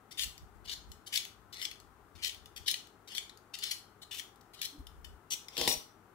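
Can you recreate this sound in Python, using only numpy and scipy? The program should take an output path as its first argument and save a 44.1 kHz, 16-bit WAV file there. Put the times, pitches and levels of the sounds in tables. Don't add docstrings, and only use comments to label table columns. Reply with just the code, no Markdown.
import sys
import numpy as np
from scipy import signal
from scipy.fft import rfft, irfft
from scipy.io import wavfile

SR = 44100
rng = np.random.default_rng(int(sys.argv[2]) if len(sys.argv) > 2 else 0)


def transcribe(u):
    v = np.clip(np.atleast_2d(u).T, -1, 1)
    q = np.round(v * 32767).astype(np.int16)
    wavfile.write(sys.argv[1], SR, q)


N = 270774


def undb(db):
    return 10 ** (np.asarray(db) / 20)


def unit(x):
    return x / np.sqrt(np.mean(x ** 2))


def add(track, start_s, x):
    i = max(int(start_s * SR), 0)
    track[..., i:i + x.shape[-1]] += x[..., :max(N - i, 0)]


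def gains(outline, size):
    hz, db = np.transpose(outline)
    bin_hz = np.arange(size // 2 + 1) * SR / size
    return undb(np.interp(np.log(bin_hz + 1), np.log(hz), db))


def colour(x, outline):
    return irfft(rfft(x) * gains(outline, x.shape[-1]), x.shape[-1])


def butterworth(x, order, hz, kind="low"):
    return signal.sosfilt(signal.butter(order, hz, kind, fs=SR, output="sos"), x)


def brighten(x, treble_db):
    low = butterworth(x, 1, hz=5500)
    return undb(-treble_db / 2) * low + undb(treble_db) * (x - low)


def click(outline, size=4096):
    cepstrum = irfft(np.log(gains(outline, size)))
    cepstrum[1:size // 2] *= 2
    cepstrum[size // 2 + 1:] = 0
    return irfft(np.exp(rfft(cepstrum)))


def ring(modes, scatter_db, drift, size=4096):
    hz, width, db = np.transpose(modes)[:, :, None]
    weight, shift, polarity = rng.standard_normal((3, len(modes), 1))
    t = np.arange(size) / SR
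    peak = np.sign(polarity) * undb(db + scatter_db * weight) * 2 * np.pi * width / SR
    shifted_hz = hz + drift * width * shift
    return np.sum(peak * np.exp(-np.pi * width * t) * np.cos(2 * np.pi * shifted_hz * t), axis=0)


def slips(length_s, db, swell_db, bite_s, rate_hz, spread_db, grip_db, size=8192):
    grip_s, lift_s = 0.00296, 0.0027
    t = np.arange(np.clip(int(length_s * SR), 64, size)) / SR
    gap, strength, grip = rng.standard_normal((3, size // 8))
    slip_samples = np.append(0, np.cumsum(np.exp(gap[1:] / 2)) * SR / rate_hz).astype(int)
    force = np.bincount(slip_samples, undb(spread_db * np.clip(strength, -2, 2)), size)[:len(t)]
    force *= undb(grip_db * np.interp(t / grip_s, np.arange(len(grip)), grip))
    pressure = undb(db + swell_db * (t / t[-1] - .5))
    bite = 1 - np.exp(-t / bite_s)
    lift = np.minimum((t[-1] - t) / lift_s, 1)
    return unit(force) * pressure * bite * lift


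def blow(db, judder_s, snap, size=768):
    age = np.arange(size) / SR / judder_s
    force = rng.standard_normal(size) * age * np.exp(-age)
    force[0] += snap
    return force / np.linalg.norm(force) * undb(db) * np.sqrt(SR * 0.002)


def drive(force, body):
    sound = signal.fftconvolve(force, body)
    return sound * np.linalg.norm(force) / np.linalg.norm(sound)


def room_path(direct_db, lag_s, bass_t60_s=0.34, treble_t60_s=0.3, tail_db=-6.5, early_db=-7.5):
    t = np.arange(SR * 3 // 8) / SR
    noise = rng.standard_normal(len(t))
    low = butterworth(noise, 1, hz=6000)
    tail = low * undb(-60 * t / bass_t60_s) + (noise - low) * undb(-60 * t / treble_t60_s)
    tail *= 1 - np.exp(-t / 0.003)
    sparse = noise[::-1] ** 3
    early = sparse * np.exp(-t / 0.0032) * (t > .0006)
    path = undb(tail_db) * tail / np.linalg.norm(tail) + undb(early_db) * early / np.linalg.norm(early)
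    path[int(lag_s * SR)] += undb(direct_db)
    return path


def room(x, shade_db=-4.5, lag_s=.0003):
    paths = np.array([room_path(0, 0), room_path(shade_db, lag_s * rng.uniform(.1, 1))])
    return signal.fftconvolve(x[None], paths, axes=1)


# (frequency [Hz], relative spectral density [dB])
AIR_SPECTRUM = [(10, -52), (30, -8), (48, -1), (75, -5), (130, -3), (280, -2.5), (420, 0), (520, -10),
                (680, -8.5), (790, -3.5), (920, -6.5), (1300, -3.5), (2300, -19.5), (5000, -29.5),
                (15500, -28)]


def air(noise_db=-58.5, coherent_hz=1100, hum_hz=100.2, hum_db=-71):
    coherence = 1 / (1 + (np.arange(N // 2 + 1) * SR / N / coherent_hz) ** 2)
    common = np.sqrt(coherence) * rfft(rng.standard_normal(N))
    separate = np.sqrt(1 - coherence) * rfft(rng.standard_normal((2, N)))
    noise = colour(irfft(common + separate, N), AIR_SPECTRUM)
    hum = np.sqrt(2) * np.sin(2 * np.pi * hum_hz * np.arange(N) / SR)
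    return undb(noise_db) * unit(noise) + undb(hum_db) * hum


def groan(start_s=4.68, length_s=0.16, hz=285, width_hz=35, db=-58):
    out = np.zeros(N)
    band = butterworth(rng.standard_normal(SR), 2, [hz - width_hz / 2, hz + width_hz / 2], "band")
    band = band[-int(length_s * SR):]
    add(out, start_s, undb(db) * unit(band) * signal.windows.tukey(len(band), .5))
    return out


# (frequency [Hz], relative level [dB])
RUMBLE_SPECTRUM = [(20, -42), (35, -5.5), (55, 4.5), (75, 3.5), (110, -14.5), (200, -17), (500, -46.5)]


def rumble(length_s, db, left_db, taper):
    noise = colour(rng.standard_normal((2, 2 * SR)), RUMBLE_SPECTRUM)[:, :int(length_s * SR)]
    swell = np.array([unit(port) for port in noise]) * signal.windows.tukey(noise.shape[1], taper)
    return swell * undb(db + np.array([[left_db], [-left_db]]) / 2)


# (time [s], duration [s], level [dB], left minus right [dB])
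RUMBLE_SPELLS = [(.1, 0.98, -62, 10.5), (1.251, 0.93, -72, 12.5), (2.1, 0.67, -67.5, 14),
                 (4.782, 0.42, -55, 6)]
# (centre time [s], level [dB], left minus right [dB])
SOFT_BUMPS = [(.27, -49, -8), (.431, -51.5, -3), (.56, -58, 8), (0.903, -48.5, -4), (2.163, -60.5, 24),
              (2.614, -60, 19), (4.80, -46, 7), (5.775, -51, -2)]


def handling(bump_s=0.059):
    out = np.zeros((2, N))
    for start, length_s, db, left_db in RUMBLE_SPELLS:
        add(out, start, rumble(length_s, db, left_db, taper=0.3))
    for centre, db, left_db in SOFT_BUMPS:
        add(out, centre - bump_s / 2, rumble(bump_s, db, left_db, taper=0.91))
    return out


# (frequency [Hz], bandwidth [Hz], relative level [dB])
DESK_MODES = [(62, 18, -5), (148, 10, 1.5), (183, 21, -6.5), (242, 25, -3.5), (266, 12, 2), (367, 53, -5.5),
              (433, 19, 1), (459, 67, 3.5), (529, 42, -0.5), (625, 46, 3), (750, 56, 0), (802, 63, -2.5),
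              (1160, 100, -12.5)]


def desk_top(force):
    return drive(force - force.mean(), ring(DESK_MODES, scatter_db=1.5, drift=0.11, size=8192))


# (frequency [Hz], bandwidth [Hz], relative level [dB])
BLADE_MODES = [(2020, 170, -2.5), (3270, 200, 0), (3250, 321, 1), (4110, 86, -6), (5170, 94, 3.5),
               (5410, 330, 3.5), (5890, 37, 4), (6500, 35, -17), (7700, 150, -7), (8890, 190, -2),
               (11800, 160, -14)]
# (frequency [Hz], relative level [dB])
RATTLE_SPECTRUM = [(300, -34), (1000, -3.5), (1600, -17.5), (2200, -2.5), (3300, 2), (5500, -9), (6800, -9),
                   (8300, -13.5), (11000, -13), (15500, -13.5)]


def loose_blade(force, treble_db, ring_db=-3):
    body = click(RATTLE_SPECTRUM) + undb(ring_db) * ring(BLADE_MODES, scatter_db=2.0, drift=0.68)
    return drive(force, butterworth(brighten(body, treble_db), 3, hz=1120, kind="high"))


# (time [s], duration [s], relative level [dB], swell [dB], relative desk share [dB], treble [dB])
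DESK_SKIDS = [(5.303, 0.04, -29.5, 4, -26.5, 5), (5.496, .073, -53, 21, -6.5, -4),
              (5.578, .095, -31.5, 0, -5.5, 3), (5.676, .072, -27, -12, -11.5, 12.5)]
# (time [s], level [dB], relative desk share [dB])
DESK_KNOCKS = [(5.484, -35.5, -32), (5.568, -29, -19), (5.578, -24, -10.5), (5.613, -22.5, -4.5),
               (5.676, -17, -4), (5.714, -24.5, -17)]


def laying_down(skid_db=-2.0, wood_db=-4.0):
    knife, desk = np.zeros((2, N)), np.zeros(N)
    contacts = []
    for start, length_s, db, swell_db, desk_db, treble_db in DESK_SKIDS:
        force = slips(length_s, db + skid_db, swell_db,
                      bite_s=0.0025, rate_hz=4500, spread_db=4.0, grip_db=1.5)
        contacts.append((start, force, desk_db, treble_db))
    for start, db, desk_db in DESK_KNOCKS:
        contacts.append((start, blow(db, judder_s=0.00098, snap=1.5), desk_db, 0))
    for start, force, desk_db, treble_db in contacts:
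        add(knife, start, room(loose_blade(force, treble_db)))
        add(desk, start, undb(desk_db + wood_db) * desk_top(force))
    return knife, desk


# (frequency [Hz], bandwidth [Hz], relative level [dB])
STEEL_MODES = [(2250, 227, -6), (3030, 252, -1.5), (3484, 163, -1.5), (4230, 284, -3.5), (4670, 52, -7.5),
               (5298, 46, -3), (5765, 100, -7.5), (6520, 17, -3), (6960, 33, -7.5), (7790, 32, -7),
               (8600, 40, -36.5), (9090, 88, -10), (10110, 45, -8.5), (13400, 80, -21), (14650, 53, -42.5),
               (15100, 85, -27)]
# (frequency [Hz], relative level [dB])
RASP_SPECTRUM = [(900, -41.5), (1450, -17.5), (1950, -4.5), (2550, -22), (3200, -15), (4500, -10),
                 (6500, -14.5), (9000, -16.5), (12000, -15), (15500, -18.5)]


def blade_and_iron(force, treble_db, ring_db, scatter_db, drift):
    rasp = click(RASP_SPECTRUM)[:2048]
    body = rasp + undb(ring_db) * ring(STEEL_MODES, scatter_db, drift, size=2048)
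    return drive(force, butterworth(brighten(body, treble_db), 3, hz=1850, kind="high"))


# (time [s], relative level [dB], judder time [s], treble [dB])
EDGE_CATCHES = [(.194, -20, 0.00057, -6), (.234, -24.5, 0.0011, 1), (.379, -41.5, .0004, 1),
                (.695, -29.5, 0.00041, -6), (.917, -37.5, .0011, 4), (1.158, -17.5, 0.00072, 3),
                (1.175, -19.5, .0003, -4.5), (1.252, -34, 0.00028, -1), (1.616, -28.5, 0.00059, 0),
                (1.652, -22.5, 0.00066, -7), (1.713, -34, 0.00085, -4.5), (1.801, -45.5, 0.00041, 9),
                (2.246, -20.5, 0.001, -7), (2.294, -29, .0011, -16), (2.346, -40.5, 0.00021, 4),
                (2.458, -41, 0.00089, 1), (2.679, -15, 0.0029, -0.5), (2.712, -20, 0.0011, 10),
                (2.741, -22.5, 0.00089, -6), (2.871, -47, .0008, 3), (3.150, -30, 0.00024, 0),
                (3.181, -21.5, 0.00016, -0.5), (3.295, -39, .0009, -5), (3.374, -47, 0.00045, 10),
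                (3.588, -33.5, 0.00077, 8), (3.637, -22.5, 0.00086, 5.5), (3.710, -19.5, 0.0041, 20),
                (4.196, -28.5, 0.00047, -10), (4.359, -55, .0003, 10), (4.410, -50.5, 0.0013, 8),
                (4.616, -24, 0.00098, 3), (4.869, -39, .0006, 1), (5.045, -35.5, 0.0021, -1)]


def catching(catch_db=-1.96, spring_db=2, spring_growth=0.31, middling_db=-29):
    out = np.zeros((2, N))
    for start, db, judder_s, treble_db in EDGE_CATCHES:
        ring_db = spring_db + spring_growth * (db - middling_db)
        force = blow(db + catch_db, judder_s, snap=1.37)
        add(out, start, room(blade_and_iron(force, treble_db, ring_db, scatter_db=1.0, drift=0.25)))
    return out


# (time [s], landing level [dB], creep level [dB],
# wait until the pull [s], pull duration [s], bite time [s], pull level [dB], swell [dB], treble [dB])
KNIFE_STROKES = [ (0.108, -43, -61, 0.064, 0.078, 0.0043, -32.5, -2, 0.5),
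                 (0.644, -47.5, -49.5, 0.031, 0.067, 0.0058, -36, -2, -5.5),
                 (1.061, -41.5, -57, 0.061, 0.058, 0.0037, -29.5, 5, 0.5),
                 (1.524, -41.5, -44.5, 0.08, 0.054, 0.0028, -37.5, -3, -2),
                 (2.151, -52, -51.5, .070, 0.062, 0.016, -30.5, -10, -2.5),
                 (2.56, -38, -64, 0.099, 0.06, 0.0086, -32, -0.5, -2),
                 (3.073, -44.5, -44.5, .055, 0.0534, 0.0023, -39.5, 13, -1.5),
                 (3.535, -35.5, -49, 0.087, 0.12, 0.0027, -38.5, -11, -4),
                 (4.015, -45, -81, .094, 0.095, 0.0015, -39, -1.5, 0),
                 (4.533, -48, -52, .080, 0.048, .002, -34, 7, 0.5)]


def scraping(drag_db=-2.05, landing_s=.022):
    out = np.zeros((2, N))

    def rub(start, length_s, db, treble_db, swell_db=0, bite_s=0.0034, brightens_db=0):
        force = slips(length_s, db + drag_db, swell_db, bite_s, rate_hz=2700, spread_db=5.0, grip_db=3.0)
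        sound = blade_and_iron(force, treble_db, ring_db=-1.0, scatter_db=1.5, drift=0.44)
        progress = np.minimum(np.arange(len(sound)) / len(force), 1)
        add(out, start, room(brighten(sound, brightens_db * (progress - .5))))

    for start, land_db, creep_db, wait_s, pull_s, bite_s, pull_db, swell_db, treble_db in KNIFE_STROKES:
        rub(start, landing_s, land_db, treble_db + 0.5)
        creep_s = wait_s + bite_s - landing_s
        rub(start + landing_s, creep_s, creep_db, treble_db - 8, swell_db=8)
        rub(start + wait_s, pull_s, pull_db, treble_db, swell_db, bite_s, brightens_db=6.5)
    return out


# (frequency [Hz], left minus right [dB])
PORT_IMBALANCE = [(60, 5), (380, 11), (700, 5), (1290, 10), (2400, 8), (4400, 4), (8100, 2.5), (14000, 13)]


def scene():
    knife, desk = laying_down()
    left, right = scraping() + catching() + knife + air()
    right = colour(right, [(hz, -db) for hz, db in PORT_IMBALANCE])
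    desk_echoes = [signal.fftconvolve(desk, room_path(direct_db=-34, lag_s=0))[:N] for _ in range(2)]
    wood = desk + undb(1.5) * np.array(desk_echoes)
    return np.array([left, right]) + wood + groan() + handling()


def record(dry, top_hz=15650):
    return signal.sosfilt(signal.ellip(10, .2, 80, top_hz, fs=SR, output="sos"), dry)


dry = scene()
out = record(dry)
transcribe(out)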